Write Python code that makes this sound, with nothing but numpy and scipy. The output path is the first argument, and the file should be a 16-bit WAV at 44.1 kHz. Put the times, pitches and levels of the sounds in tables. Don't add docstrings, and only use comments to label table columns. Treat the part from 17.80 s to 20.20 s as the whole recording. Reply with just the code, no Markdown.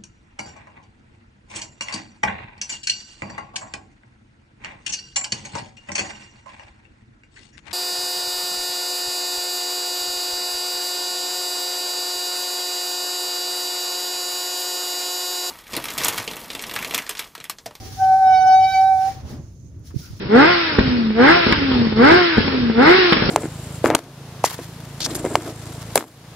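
import sys
import numpy as np
from scipy import signal
from scipy.io import wavfile
from scipy.ndimage import uniform_filter1d

SR = 44100
rng = np.random.default_rng(int(sys.argv[2]) if len(sys.argv) > 2 else 0)


def gain_from_db(level_db):
    decades = np.asarray(level_db, float) / 20
    return 10 ** decades


def wav_record(signal):
    frames = np.transpose(np.atleast_2d(signal))
    bounded = np.clip(frames, -1, 1)
    quanta = np.round(bounded * 32767).astype(np.int16)
    wavfile.write(sys.argv[1], SR, quanta)


N = 105840

# f/Hz, level/dB per Hz
RUMBLE_SPECTRUM = [(15, -51), (25, -34), (94, -4), (204, -23), (306, -24.5), (600, -41.5), (1310, -66),
                   (5030, -68), (6240, -65.5), (15600, -77.5)]
# f/Hz, likeness/0..1
STREET_LIKENESS = [(60, 1), (240, 0.79), (950, 0.97), (3770, 0.04), (15000, 0.03)]
# f/Hz, width/Hz, level/dB, left-right/dB
INSECT_BANDS = [
    (6400, 1100, -69, -16),
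    (10800, 900, -84, -14),
    (13500, 120, -86, -12),
]
# t/s, level/dB, f/Hz, length/s, rattle/dB
BUMPS = [
    (0.0, -32, 104.7, 0.035, -21.5),
    (.165, -33, 95, .04, -24.5),
    (0.211, -34.5, 108.5, 0.04, -28.5),
    (0.417, -54, 200.3, .1, 2),
    (0.599, -56.5, 197.2, 0.095, 2),
    (1.415, -30, 78.4, 0.064, -18.5),
    (1.48, -33, 131, 0.08, -9.5),
    (1.559, -33.5, 132.7, 0.057, -16),
    (1.622, -39.5, 95.3, 0.051, -25),
    (2.19, -35.5, 140, 0.02, -17),
]
# t/s, length/s, f/Hz, width/Hz, level/dB
MURMURS = [
    (0.0, 0.047, 769, 23, -46),
    (0.043, 0.073, 771, 27, -49.5),
    (0.103, 0.11, 773, 42, -48),
    (0.0, 0.12, 332, 240, -44.5),
    (1.334, 0.078, 764, 24.8, -44),
    (2.21, 0.098, 1410, 277.8, -54.5),
]
# t/s, pressure level/dB, dullness/dB
RUB_STROKE = [(0, -50, -3.5), (.21, -49, -8), (.33, -53.5, 0), (.55, -56, 3.5), (.82, -55.5, -4),
              (.92, -48, -7.5), (1.14, -55.5, -5), (1.29, -49, 4.5), (1.44, -68.5, 16.5), (1.51, -52, 3),
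              (1.59, -70, 13), (1.8, -75.5, 1), (2.02, -80, 18.5), (2.075, -53, -17), (2.13, -68.5, 3.5),
              (2.2, -49, -18.5), (2.35, -61.5, 3.5), (2.4, -55.5, -13)]
# f/Hz, level/dB per Hz
HISS_LEFT = [(250, -11.5), (1000, -13), (3000, -16), (5600, -12.5), (8000, -23), (10300, -16.5),
             (13600, -26), (15200, -15.5)]
# f/Hz, level/dB per Hz
HISS_RIGHT = [(250, -7.5), (1000, -12), (3000, -17), (5600, -8.5), (7200, -17.5), (8400, -37.5),
              (13800, -46.5), (15200, -24.5)]
# t/s, slip rate f/Hz, tone/dB, octave/dB, third partial/dB, left-right/dB
SQUEAK_PARTS = [
    [(.16, 750.5, -53, -89.5, -74.5, 3.5), (.202, 768, -21.5, -39, -68, -1),
     (.226, 762, -13, -37.5, -59.5, 1), (.285, 762.4, -13.5, -39, -58.5, 0),
     (.33, 761.4, -10, -36.5, -52, 0.5), (.39, 766, -15, -41, -61, 0), (.43, 762, -11.5, -35, -55, 1),
     (.48, 757, -9.5, -31, -49.5, -1), (.55, 754, -11, -31.5, -33.5, -5)],
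    [(.6, 753, -14, -36.5, -39.5, -6), (.64, 751.6, -13, -29.5, -44, -5.5),
     (.68, 754.8, -9.5, -30.5, -41.5, 1), (.75, 756, -8, -34.5, -36.5, 0.5),
     (.81, 761, -11.5, -48, -41.5, 1.5), (.85, 760.5, -12, -44.5, -33, 0),
     (.92, 767, -24, -34.5, -37.5, -6.5), (.955, 762.3, -15, -37, -27, -1.5),
     (1.0, 764.6, -12, -40, -37, -1)],
    [(1.04, 765, -12.5, -37.5, -46.5, -3.5), (1.09, 765.5, -14, -37, -50, -5),
     (1.12, 764, -12.5, -41.5, -43.5, -4), (1.18, 759, -18, -49, -55, -5.5),
     (1.215, 762, -17, -42.5, -57, -3.5), (1.25, 766, -19, -42.5, -56.5, -6),
     (1.285, 770, -19.5, -54, -57.5, -6.5), (1.31, 777.4, -30, -62, -55, 9.5),
     (1.345, 761, -53, -64, -53, 10)],
]
# t/s, octave left-right/dB, third left-right/dB
NODE_LEAN = [(.2, 6.5, 11), (.24, 10.5, 7), (.37, 1, 0), (.45, 4.5, 9.5), (.57, -4.5, 0.5), (.61, -7.5, -9),
             (.68, 2.5, 0), (.74, 10, -2.5), (.8, -4, -7), (.84, -2.5, 7.5), (.89, -15, 7.5),
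             (.95, -8.5, -1.5), (1.02, 4.5, -1), (1.15, -10, 6), (1.25, -4.5, -2)]
# middle t/s, length/s, level/dB
BITES = [
    [(.24, .05, -52.5), (.55, 0.17, -41.5), (.62, .08, -46.5), (.7, 0.1, -45), (.745, 0.067, -48),
     (.84, 0.11, -41), (.9, 0.076, -46.5), (.96, 0.16, -45)],
    [(.47, 0.13, -48), (.55, 0.08, -39.5), (.62, 0.052, -44.5), (.69, 0.079, -47.5), (.77, 0.13, -38.5),
     (.855, 0.045, -40.5), (.905, 0.11, -35), (.98, 0.09, -41), (1.07, 0.12, -45.5)],
    [(.5, 0.11, -52), (.58, 0.12, -44.5), (.65, 0.062, -49.5), (.73, .12, -40), (.79, .07, -43.5),
     (.85, 0.063, -35.5), (.95, 0.12, -38.5), (1.03, 0.069, -45.5)],
    [(.49, 0.11, -45.5), (.56, .09, -40), (.68, 0.19, -40.5), (.74, .07, -41.5), (.84, .09, -41),
     (.93, 0.11, -43), (1.02, 0.048, -44.5)],
    [(.56, 0.16, -48.5), (.62, 0.049, -43), (.68, 0.039, -41.5), (.75, 0.15, -44), (.835, 0.079, -46.5),
     (.9, 0.048, -46.5), (.96, 0.074, -44.5)],
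]
TOP_PARTIALS_DB = [-13.5, -18.5]
# t/s, level/dB, f/Hz, width/Hz
TOUCHES = [
    (2.053, -50, 10400, 1800),
    (2.103, -44, 900, 800),
    (2.258, -48, 2600, 3000),
    (1.99, -62, 11040, 3000),
    (2.39, -48, 900, 900),
]
# t/s, level/dB, f/Hz, length/s
PUFFS = [(2.1405, -21, 280, 0.0094), (2.145, -34, 384, 0.01), (2.154, -11, 126, .024),
         (2.1605, -19.5, 257, 0.0092), (2.3, -24.5, 101, 0.021), (2.327, -23, 112, 0.018)]
# t/s, level/dB
GAIN_NOTCHES = [(.444, -.25), (.464, -.6), (.484, -.7), (.664, -.4), (.684, -.3), (.704, -.4), (.724, -.5)]


def evened(x):
    return x / np.sqrt(np.mean(x ** 2) + 1e-20)


def read(points, hz):
    f, value = np.transpose(points)
    return np.interp(np.log(hz + 1), np.log(f + 1), value)


def curve(rows, t):
    rows = np.array(rows, float)
    return [np.interp(t, rows[:, 0], col) for col in rows.T[1:]]


def add(mix, s, sound):
    part = mix[..., round(s * SR):][..., :sound.shape[-1]]
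    part += sound[..., :part.shape[-1]]


def slow(hz, count):
    f = np.fft.fftfreq(N // 20 + 2, 20 / SR)
    z = rng.standard_normal((count, len(f))) + 1j * rng.standard_normal((count, len(f)))
    z = np.fft.ifft(z / (1 + (f / hz) ** 2))
    at = np.arange(N) / 20
    z = np.array([np.interp(at, np.arange(len(f)), row) for row in z])
    return z / np.sqrt(np.mean(abs(z) ** 2, 1))[:, None]


def resonate(x, hz, width):
    turn = np.exp(2j * np.pi * hz * np.arange(x.shape[-1]) / SR)
    r = np.exp(-np.pi * width / SR)
    return 2 * (turn * signal.lfilter([1 - r], [1, -r], x / turn)).real


def resonate_twice(x, hz, width):
    return evened(resonate(resonate(x, hz, width), hz, width))


def noise(field_db, same, patchy_db, flicker_db, size):
    frames, hz = 4 * N // size + 5, np.fft.rfftfreq(size, 1 / SR)
    a, b, c, d, patches = rng.standard_normal((frames, len(hz), 5)).T
    patches = uniform_filter1d(patches, size // 60, 0)
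    patches = evened(uniform_filter1d(patches, 8192 // size, 1))
    flicker = evened(uniform_filter1d(rng.standard_normal(frames), size=4))
    same = np.clip(same * np.ones(len(hz)), -1, 1)[:, None]
    left = a + 1j * b
    right = same * left + np.sqrt(1 - same ** 2) * (c + 1j * d)
    level_db = field_db(hz, np.arange(frames) * size / 4 / SR)
    z = np.array([left, right]) * gain_from_db(level_db + patchy_db * patches + flicker_db * flicker)
    return signal.istft(z, nperseg=size, noverlap=3 * size // 4)[1][:, :N]


def rumble():
    def field_db(hz, t):
        return read(RUMBLE_SPECTRUM, hz)[:, None]
    same = read(STREET_LIKENESS, np.fft.rfftfreq(2048, 1 / SR))
    return gain_from_db(-39) * evened(noise(field_db, same, patchy_db=1.0, flicker_db=0.5, size=2048))


def insects():
    hush_s, hush_db = 1.86, -3
    out = np.zeros((2, N))
    for hz, width, db, pan_db in INSECT_BANDS:
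        band = resonate_twice(rng.standard_normal((2, N)), hz, width)
        chirr_db = 3 * slow(13, count=1).real
        out += band * gain_from_db(db + pan_db * np.array([[.5], [-.5]]) + chirr_db)
    return out * gain_from_db(hush_db * np.clip((np.arange(N) / SR - hush_s) / 0.047, 0, 1))


def bumps():
    rattle_hz = 225
    out = np.zeros(N)
    for s, db, hz, length, rattle_db in BUMPS:
        t = np.arange(0, 4 * length, 1 / SR)
        push = rng.standard_normal(len(t)) * (t / length) ** 2 * np.exp(-4 * t / length)
        low = np.sin(2 * np.pi * hz * t) * np.sin(np.pi * np.minimum(t / length, 1)) ** 2
        rattle = resonate(resonate(push, rattle_hz, rattle_hz), hz, 2 * rattle_hz)
        add(out, s, gain_from_db(db) * (np.sqrt(2) * low + gain_from_db(rattle_db) * evened(rattle)))
    return out


def porch(x):
    t60_s, density = 0.062, .05
    t = np.arange(SR // 3) / SR
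    signs = rng.choice([-1., 1.], (2, len(t)))
    taps = signs * (rng.random((2, len(t))) < density) * gain_from_db(-60 * t / t60_s)
    return signal.fftconvolve(x, taps / np.linalg.norm(taps[0]), axes=1)[:, :N]


def murmurs():
    out = np.zeros((2, N))
    for s, length, hz, width, db in MURMURS:
        u = np.arange(0, 1, 1 / SR / length)
        z = rng.standard_normal((3, len(u)))
        hum = resonate_twice(z[0] + 0.91 * z[1:], hz, width)
        hum = evened(hum + 60 / width * np.sin(2 * np.pi * hz * length * u))
        add(out, s, gain_from_db(db) * hum * np.sin(np.pi * u) ** 0.48)
    return out


def rub():
    dull_hz = 2060
    hollow_hz, hollow_width_hz, hollow_db = 2840, 450, -10

    def field_db(hz, t):
        level_db, dull_db = curve(RUB_STROKE, t)
        shape = np.array([read(HISS_LEFT, hz), read(HISS_RIGHT, hz)])[:, :, None]
        hz = hz[:, None]
        locked = np.clip((t - .2) / .3, 0, 1) * np.clip((1.22 - t) / .06, 0, 1)
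        hollow = hollow_db * locked * np.exp(-((hz - hollow_hz) / hollow_width_hz) ** 2)
        return shape + hollow + level_db + dull_db / (1 + (hz / dull_hz) ** 2)
    return gain_from_db(4) * noise(field_db, same=0.15, patchy_db=1.2, flicker_db=.8, size=512)


def squeak():
    wobble_hz, shimmer, skirt_db, skirt_hz = 1.8, 0.054, -37, 89
    fade_hz, fade_depth, tone_lag_rad = 24, .36, .17
    t, ports = np.arange(N) / SR, np.array([[1], [-1]])
    rows = sum(SQUEAK_PARTS, [])
    hz, tone_db, octave_db, third_db, pan_db = curve(rows, t)
    octave_pan_db, third_pan_db = curve(NODE_LEAN, t)
    gate = np.clip((t - rows[0][0]) / 0.011, 0, 1) * np.clip((rows[-1][0] - t) / 0.01, 0, 1)
    turn = 2 * np.pi * np.cumsum(hz + wobble_hz * slow(25, count=1)[0].real) / SR

    def overtone(k, level, fade, lag_rad, wander_rad, wander_hz):
        lag = (lag_rad + wander_rad * slow(wander_hz, count=1).real) * ports
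        return level * (1 + fade * slow(fade_hz, count=2)) * np.exp(1j * lag + 1j * k * turn)

    lag = tone_lag_rad * (1 + .5 * slow(2.4, count=1).real) * ports
    side = gain_from_db(pan_db * ports / 2) * np.exp(1j * lag)
    rough = 1 + shimmer * slow(34, count=1) + gain_from_db(skirt_db) * slow(skirt_hz, count=2)
    out = side * gain_from_db(tone_db) * rough * np.exp(1j * turn)
    out += overtone(2, gain_from_db(octave_db + octave_pan_db * ports / 2), fade_depth / 2, .32, .25, 4)
    out += overtone(3, gain_from_db(third_db + third_pan_db * ports / 2), fade_depth / 2, .42, .3, 5)

    swells = []
    for zones in BITES:
        power = sum(gain_from_db(2 * db) * np.exp(-(4 * (t - s) / length) ** 2) for s, length, db in zones)
        swells.append(np.sqrt(power))
    swells += [gain_from_db(db) * swells[-1] for db in TOP_PARTIALS_DB]
    for k, swell in enumerate(swells, 4):
        out += overtone(k, 0.99 * swell, fade_depth, .62, .35, 8)
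    return np.sqrt(2) * gate * out.real, tone_db


def touches():
    decay_s, land_s = .012, .004
    out, t = np.zeros((2, N)), np.arange(4000) / SR
    for s, db, hz, width in TOUCHES:
        tick = resonate_twice(rng.standard_normal((2, len(t))), hz, width)
        tick = tick * np.exp(-t / decay_s) * np.minimum(t / land_s, 1)
        add(out, s, gain_from_db(db - np.array([[0], [12]]) * hz / 10000) * tick)
    return out


def wind():
    out = np.zeros((2, N))
    for s, db, hz, length in PUFFS:
        u = np.arange(0, 1, 1 / SR / length)
        swing = np.cos(2 * np.pi * hz * length * (u - .47) * (1.2 - .5 * u))
        add(out[1], s, -gain_from_db(db) * swing * np.sin(np.pi * u) ** 2)
    return out


def scene():
    tone, tone_db = squeak()
    knock = bumps()
    duck = gain_from_db(-0.1 * uniform_filter1d(np.maximum(tone_db + 32, 0), size=4000))
    glass = tone + murmurs() + rub() + touches() + knock + gain_from_db(-6.5) * porch(knock[None])
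    return glass + duck * rumble() + insects() + wind()


def band_limit(x):
    return signal.sosfilt(signal.butter(12, 16810, fs=SR, output="sos"), x)


def record(dry):
    notch_s, notch_edge_s = .014, .0006
    t = np.arange(N) / SR
    gain_db = np.zeros(N)
    for s, db in GAIN_NOTCHES:
        gain_db += db * np.clip((t - s) / notch_edge_s, 0, 1) * np.exp(-abs(t - s) / notch_s)
    dry = dry * gain_from_db(gain_db)
    dry = dry - 0.51 * resonate(dry, hz=7820, width=260)
    edge = signal.firwin(511, 15640, window=("kaiser", 9), fs=SR)
    return band_limit(signal.oaconvolve(dry, edge[None], "same"))


dry = scene()
out = record(dry)
wav_record(out)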